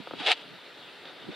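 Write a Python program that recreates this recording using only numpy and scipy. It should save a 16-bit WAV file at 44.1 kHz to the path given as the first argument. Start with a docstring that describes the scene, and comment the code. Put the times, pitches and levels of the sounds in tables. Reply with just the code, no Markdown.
"""One short, gritty scuff on the pavement close by, which rings hollow and ends with a snap of grit.
Grinding grit is many tiny clicks mixed with hiss; bigger grains each give one sharp crack.
Three dull taps on a camera lead into the scuff, as the camera is lifted in front of a silent dog.
Later come a faint tap, soft shuffles and low bumps from the hand that holds it.
Behind it all is the steady wash of a yard between apartment blocks."""
import sys
import numpy as np
from scipy import signal
from scipy.fft import rfft, irfft
from scipy.io import wavfile
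from scipy.ndimage import uniform_filter1d

SR = 44100
rng = np.random.default_rng(int(sys.argv[2]) if len(sys.argv) > 2 else 0)


def materialize(psi):
    """Save the field psi as 16-bit PCM at rate SR to the path in sys.argv[1].

    A 1-D psi becomes a single channel; in a 2-D psi each row is a channel.
    """
    bounded = np.clip(np.atleast_2d(psi).T, -1, 1)
    quanta = np.round(bounded * 32767).astype(np.int16)
    wavfile.write(sys.argv[1], SR, quanta)


N = 59535
TIME = np.arange(N) / SR

# How loud the scuff's bright rasp and dull body are: time_s, level_db
RASP_LEVEL = [(0.14, -55.5), (0.188, -44), (0.202, -36.5), (0.222, -40), (0.245, -38), (0.261, -32.5),
              (0.264, -25), (0.297, -24.5), (0.31, -24), (0.323, -22), (0.333, -27.5), (0.346, -49),
              (0.415, -49.5), (0.49, -71)]
BODY_LEVEL = [(0.185, -58), (0.204, -41), (0.252, -44), (0.273, -31), (0.31, -32), (0.322, -44.5),
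              (0.35, -55)]
# Their tone colour, or how strong they are from low to high: frequency_hz, level_db
RASP_COLOUR = [(40, -75), (200, -62), (700, -17), (1300, -5), (1600, -12.5), (2700, 1), (3850, -0.5),
               (4200, -10.5), (4800, -10.5), (6100, -25), (8800, -27.5), (12500, -46), (15500, -58)]
BODY_COLOUR = [(60, -64), (190, -38), (440, 1.5), (620, -7), (1350, -1.5), (2000, -5), (5000, -48)]
# Thin ringing notes in the rasp: pitch_hz, width_hz, gain_db
RASP_RINGS = [(3320, 55, 0), (4440, 60, 3)]
# How alike the scuff is on the left and right: frequency_hz, likeness_0_to_1
SCUFF_LIKENESS = [(200, 0.79), (700, 0.99), (4000, 0.89), (8000, 0.11), (15000, 0.22)]


def scuff():
    """Grit grinds on the paving: a bright rasp with thin rings, over a dull body and a hollow ring."""
    rasp = level(RASP_LEVEL) * coloured(grit(), RASP_COLOUR, SCUFF_LIKENESS)
    rings = sum(amp(db) * signal.lfilter(*signal.iirpeak(hz, hz / width, SR), rasp)
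                for hz, width, db in RASP_RINGS)
    body = level(BODY_LEVEL) * coloured(grit(), BODY_COLOUR, SCUFF_LIKENESS)
    return rasp + rings + body + hollow_ring()


def grit(clicks_per_s=3000, spread_db=2.5, click_share=0.45):
    """Tiny grains make clicks of uneven size, mixed with the smooth hiss of rubbing."""
    sizes = amp(spread_db * np.minimum(rng.exponential(1, N), 3))
    hits = rng.random(N) < clicks_per_s / SR
    clicks = unit(sizes * hits * rng.choice([-1, 1], (2, N)))
    return np.sqrt(click_share) * clicks + np.sqrt(1 - click_share) * hiss()


# The sliding hollow note inside the scuff: time_s, pitch_hz, level_db
HOLLOW_NOTE = [(0.13, 780, -78), (0.203, 920, -43), (0.228, 730, -43), (0.26, 740, -44),
               (0.281, 750, -27.5), (0.291, 685, -26), (0.301, 710, -36), (0.309, 730, -27),
               (0.32, 750, -36), (0.332, 760, -36), (0.346, 760, -85)]


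def hollow_ring(width_hz=145, evenness=0.8):
    """Rubbing keeps one hollow note ringing while its pitch slides."""
    times, hz, db = np.transpose(HOLLOW_NOTE)
    pitch = np.interp(TIME, times, hz)
    ring = resonate(rng.standard_normal(N), pitch, width_hz)
    evened = ring / (abs(ring) + 1e-20) ** evenness  # partly flattens the random swings in loudness
    ring = resonate(evened, pitch, width_hz).real
    return amp(np.interp(TIME, times, db)) * unit(cut_lows(ring, hz.min() / 2))


# Bigger grains that snap, and in the last row a faint tick as the hand touches the camera: start_s, peak_db,
# treble_db_per_octave
SNAPS = [(0.2632, -17, -1), (0.2726, -12.5, -5), (0.2806, -14, -7), (0.2857, -15, -6), (0.2897, -15, -7),
         (0.3174, -3.5, 0), (0.3217, -15, -3), (0.3255, -13, -4), (0.3775, -36, 2), (0.4125, -36, 2),
         (1.0542, -31.5, -12)]
# The tone colour of a snap: frequency_hz, level_db
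SNAP_COLOUR = [(50, -65), (300, -35), (1200, -15), (2300, 0), (3200, 0), (4200, -6), (6000, -23),
               (8200, -23), (11000, -37), (15500, -53), (20000, -75)]
# Echoes from nearby surfaces: delay_s, gain_db
SNAP_ECHOES = [(.001, -9), (.0043, -14)]


def snaps(treble_from_hz=4000):
    """Single grains give way, each with a sharp crack and two quick echoes; one late tick of the hand sounds
    the same way."""
    out = np.zeros((2, N))
    for start_s, peak_db, tilt_db in SNAPS:
        colour = [(hz, db + tilt_db * max(np.log2(hz / treble_from_hz), 0)) for hz, db in SNAP_COLOUR]
        crack = click(colour)
        for delay_s, echo_db in [(0, 0)] + SNAP_ECHOES:
            add(out, start_s + delay_s, amp(peak_db + echo_db) * crack)
    return out


# Taps on the camera: start_s, peak_db, thud_db, thud_left_minus_right_db
TAPS = [(0.0729, -25, -54, 2), (0.1104, -24, -40, 7), (0.1361, -25.5, -33, 17), (1.0545, -35.5, -57, -2)]
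# The tone colour of a tap and of the thud under it: frequency_hz, level_db
TAP_COLOUR = [(80, -62), (250, -12.5), (500, 1.5), (850, -4), (1350, -2), (1900, -20), (3000, -17.5),
              (6000, -51)]
THUD_COLOUR = [(30, -43), (110, -8.5), (200, 1.5), (380, 4), (650, -12.5), (2000, -73)]


def taps(echo_s=0.00559, echo_db=-8.5):
    """Each tap on the camera makes a dull click, one quick echo and a low thud."""
    out = np.zeros((2, N))
    tap, thud = -click(TAP_COLOUR), -click(THUD_COLOUR)
    for start_s, peak_db, thud_db, pan_db in TAPS:
        add(out, start_s, amp(peak_db) * tap)
        add(out, start_s + echo_s, amp(peak_db + echo_db) * tap)
        add(out, start_s, amp(thud_db) * pan(pan_db) * thud)
    return out


# How loud the hand's rubbing is: time_s, level_db
RUB_LEVEL = [(0.04, -64), (0.15, -48), (0.22, -50.5), (0.27, -69), (0.54, -52), (0.6, -65.5), (1.17, -62),
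             (1.26, -50), (1.295, -39), (1.35, -68)]
# The tone colour of the rubbing: frequency_hz, level_db
RUB_COLOUR = [(25, -37), (60, -35), (110, -6.5), (170, 2.5), (300, 0), (500, -10.5), (1200, -53)]


def hand_rub():
    """The hand rubs on the camera with a low rumble that comes and goes."""
    return level(RUB_LEVEL) * coloured(hiss(), RUB_COLOUR, likeness=[(100, 0.19)])


# Bumps of the hand on the camera: start_s, level_db, pitch_hz, left_minus_right_db
BUMPS = [(0.001, -32.5, 217, -7.5), (0.2049, -35, 270, -15.5), (1.242, -38, 249, -5.5),
         (1.279, -38, 238, -6), (1.289, -32.5, 356, 7), (1.301, -42, 226, 16)]


def bumps(rise_s=0.0017, decay_s=0.0036, roughness=0.19, right_phase_rad=1.08):
    """Each bump gives the camera body a low, rough shake that dies away quickly."""
    out = np.zeros((2, N))
    t = np.arange(3000) / SR
    fade = (1 - np.exp(-t / rise_s)) * np.exp(-t / decay_s)
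    fade /= fade.max()
    for start_s, db, pitch_hz, pan_db in BUMPS:
        rub = coloured(hiss(), RUB_COLOUR, YARD_LIKENESS)[:, :len(t)]
        tone = np.sin(2 * np.pi * pitch_hz * t + np.array([[0], [right_phase_rad]]))
        shake = cut_lows(fade * (tone + roughness * rub), below_hz=136)
        add(out, start_s, amp(db) * pan(pan_db) * shake)
    return out


# Faint shuffles: start_s, length_s, level_db, rise_s
SHUFFLES = [(1.053, .036, -46.5, .002), (1.14, .11, -52.5, .06), (1.3, .06, -44.5, .02)]
# Their tone colour: frequency_hz, level_db
SHUFFLE_COLOUR = [(50, -46), (350, 1), (600, 7), (950, -4.5), (1400, 1), (2000, -3), (3350, -1), (3580, 8),
                  (3900, -3), (6500, -28), (15000, -59)]


def shuffles(fade_s=0.033):
    """Light rubs on the gritty paving swell, hold and fade."""
    gain = np.zeros(N)
    for start_s, length_s, db, rise_s in SHUFFLES:
        rise = np.clip((TIME - start_s) / rise_s, 0, 1)
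        fade = np.exp(-np.maximum(TIME - start_s - length_s, 0) / fade_s)
        gain += amp(db) * rise * fade
    return gain * coloured(grit(), SHUFFLE_COLOUR, SCUFF_LIKENESS)


# The tone colour of the yard: frequency_hz, level_db
YARD_COLOUR = [(25, -41), (110, -10), (170, -7.5), (270, 2.5), (450, 1.5), (800, -0.5), (1800, -2),
               (3350, 0), (3620, 3), (3900, -1.5), (4400, -4), (5200, -13.5), (6200, -21.5), (9000, -24),
               (15500, -33)]
# How alike left and right are in the yard (and the bumps' rubbing): frequency_hz, likeness_0_to_1
YARD_LIKENESS = [(60, 0), (180, 1), (1000, 0.81), (5000, 0.85), (7000, 0.01), (15000, 0.35)]


def yard(level_db=-48.5, patch_db=1.5):
    """The distant town and leaves blend into a steady wash with slightly louder and softer patches."""
    spectrum = signal.stft(hiss(), nperseg=512)[2]
    patches = rng.standard_normal(spectrum.shape[1:])
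    patches = uniform_filter1d(patches, size=8, axis=0)  # smooth from low to high
    patches = unit(uniform_filter1d(patches, size=12, axis=1))  # smooth over time
    air = signal.istft(spectrum * amp(patch_db * patches))[1][:, :N]
    return amp(level_db) * coloured(air, YARD_COLOUR, YARD_LIKENESS)


def amp(db):
    """Turns decibels into a number to multiply by."""
    return 10 ** (np.asarray(db) / 20)


def unit(x):
    """Scales a sound to an average strength (rms) of 1."""
    return x / np.sqrt(np.mean(x ** 2) + 1e-20)


def read(points, hz):
    """Reads between a table's rows, giving each octave equal room."""
    row_hz, value = np.transpose(points)
    return np.interp(np.log(hz + 1), np.log(row_hz + 1), value)


def level(points):
    """Joins a table's levels into a volume curve over time."""
    return amp(np.interp(TIME, *np.transpose(points)))


def add(mix, start_s, sound):
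    """Mixes a sound in at a given time."""
    part = mix[..., max(round(start_s * SR), 0):][..., :sound.shape[-1]]
    part += sound[..., :part.shape[-1]]


def pan(db):
    """Left and right volumes, db decibels apart."""
    return amp(np.array([[db], [-db]]) / 2)


def hiss():
    """Two unrelated white noises."""
    return rng.standard_normal((2, N))


def click(colour, size=2048):
    """A click of a given tone colour that starts sharply and peaks at 1."""
    log_gain = np.log(amp(read(colour, abs(np.fft.fftfreq(size, 1 / SR)))))
    spectrum = np.exp(np.conj(signal.hilbert(log_gain)))  # packs the energy at the start
    pulse = np.fft.ifft(spectrum).real[:size // 2]
    return pulse / abs(pulse).max()


def coloured(pair, colour, likeness):
    """Gives two unrelated noises a tone colour and blends them into left and right."""
    hz = np.fft.rfftfreq(N, 1 / SR)
    alike = np.clip(read(likeness, hz), -1, 1)
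    mid, side = rfft(pair) * np.sqrt([1 + alike, 1 - alike]) * amp(read(colour, hz))
    return unit(irfft(np.array([mid + side, mid - side]), N))


def resonate(x, hz, width_hz):
    """Makes a sound ring along a pitch curve; abs() of the result is its strength."""
    turn = np.exp(2j * np.pi * np.cumsum(hz) / SR)
    decay = np.exp(-np.pi * width_hz / SR)
    return turn * signal.lfilter([1 - decay], [1, -decay], x / turn)


def cut_lows(x, below_hz):
    """Turns down the deepest part of a sound."""
    return signal.sosfilt(signal.butter(2, below_hz, "highpass", fs=SR, output="sos"), x)


def scene():
    """All the sounds meet at the camera."""
    return yard() + scuff() + snaps() + taps() + hand_rub() + bumps() + shuffles()


# How the microphone's two openings lean left or right: frequency_hz, left_minus_right_db
MIC_BALANCE = [(150, -2.5), (500, 1), (2800, 1.4), (4500, -1.5), (9000, 0.3)]
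# Narrow dips in what the microphone picks up: frequency_hz, width_hz
MIC_DIPS = [(1092, 123), (214.4, 29.5)]


def record(dry, top_hz=15750):
    """The microphone colours each side, dips two narrow bands and loses the highest treble."""
    balance_db = read(MIC_BALANCE, np.fft.rfftfreq(2 * N, 1 / SR))
    side_gains = amp(np.array([balance_db, -balance_db]) / 2)
    sound = irfft(rfft(dry, 2 * N) * side_gains)[:, :N]
    for hz, width in MIC_DIPS:
        sound = signal.lfilter(*signal.iirnotch(hz, hz / width, SR), sound)
    treble_cut = signal.firwin(511, top_hz, window=("kaiser", 9), fs=SR)
    return signal.oaconvolve(sound, treble_cut[None], "same")


dry = scene()
out = record(dry)
materialize(out)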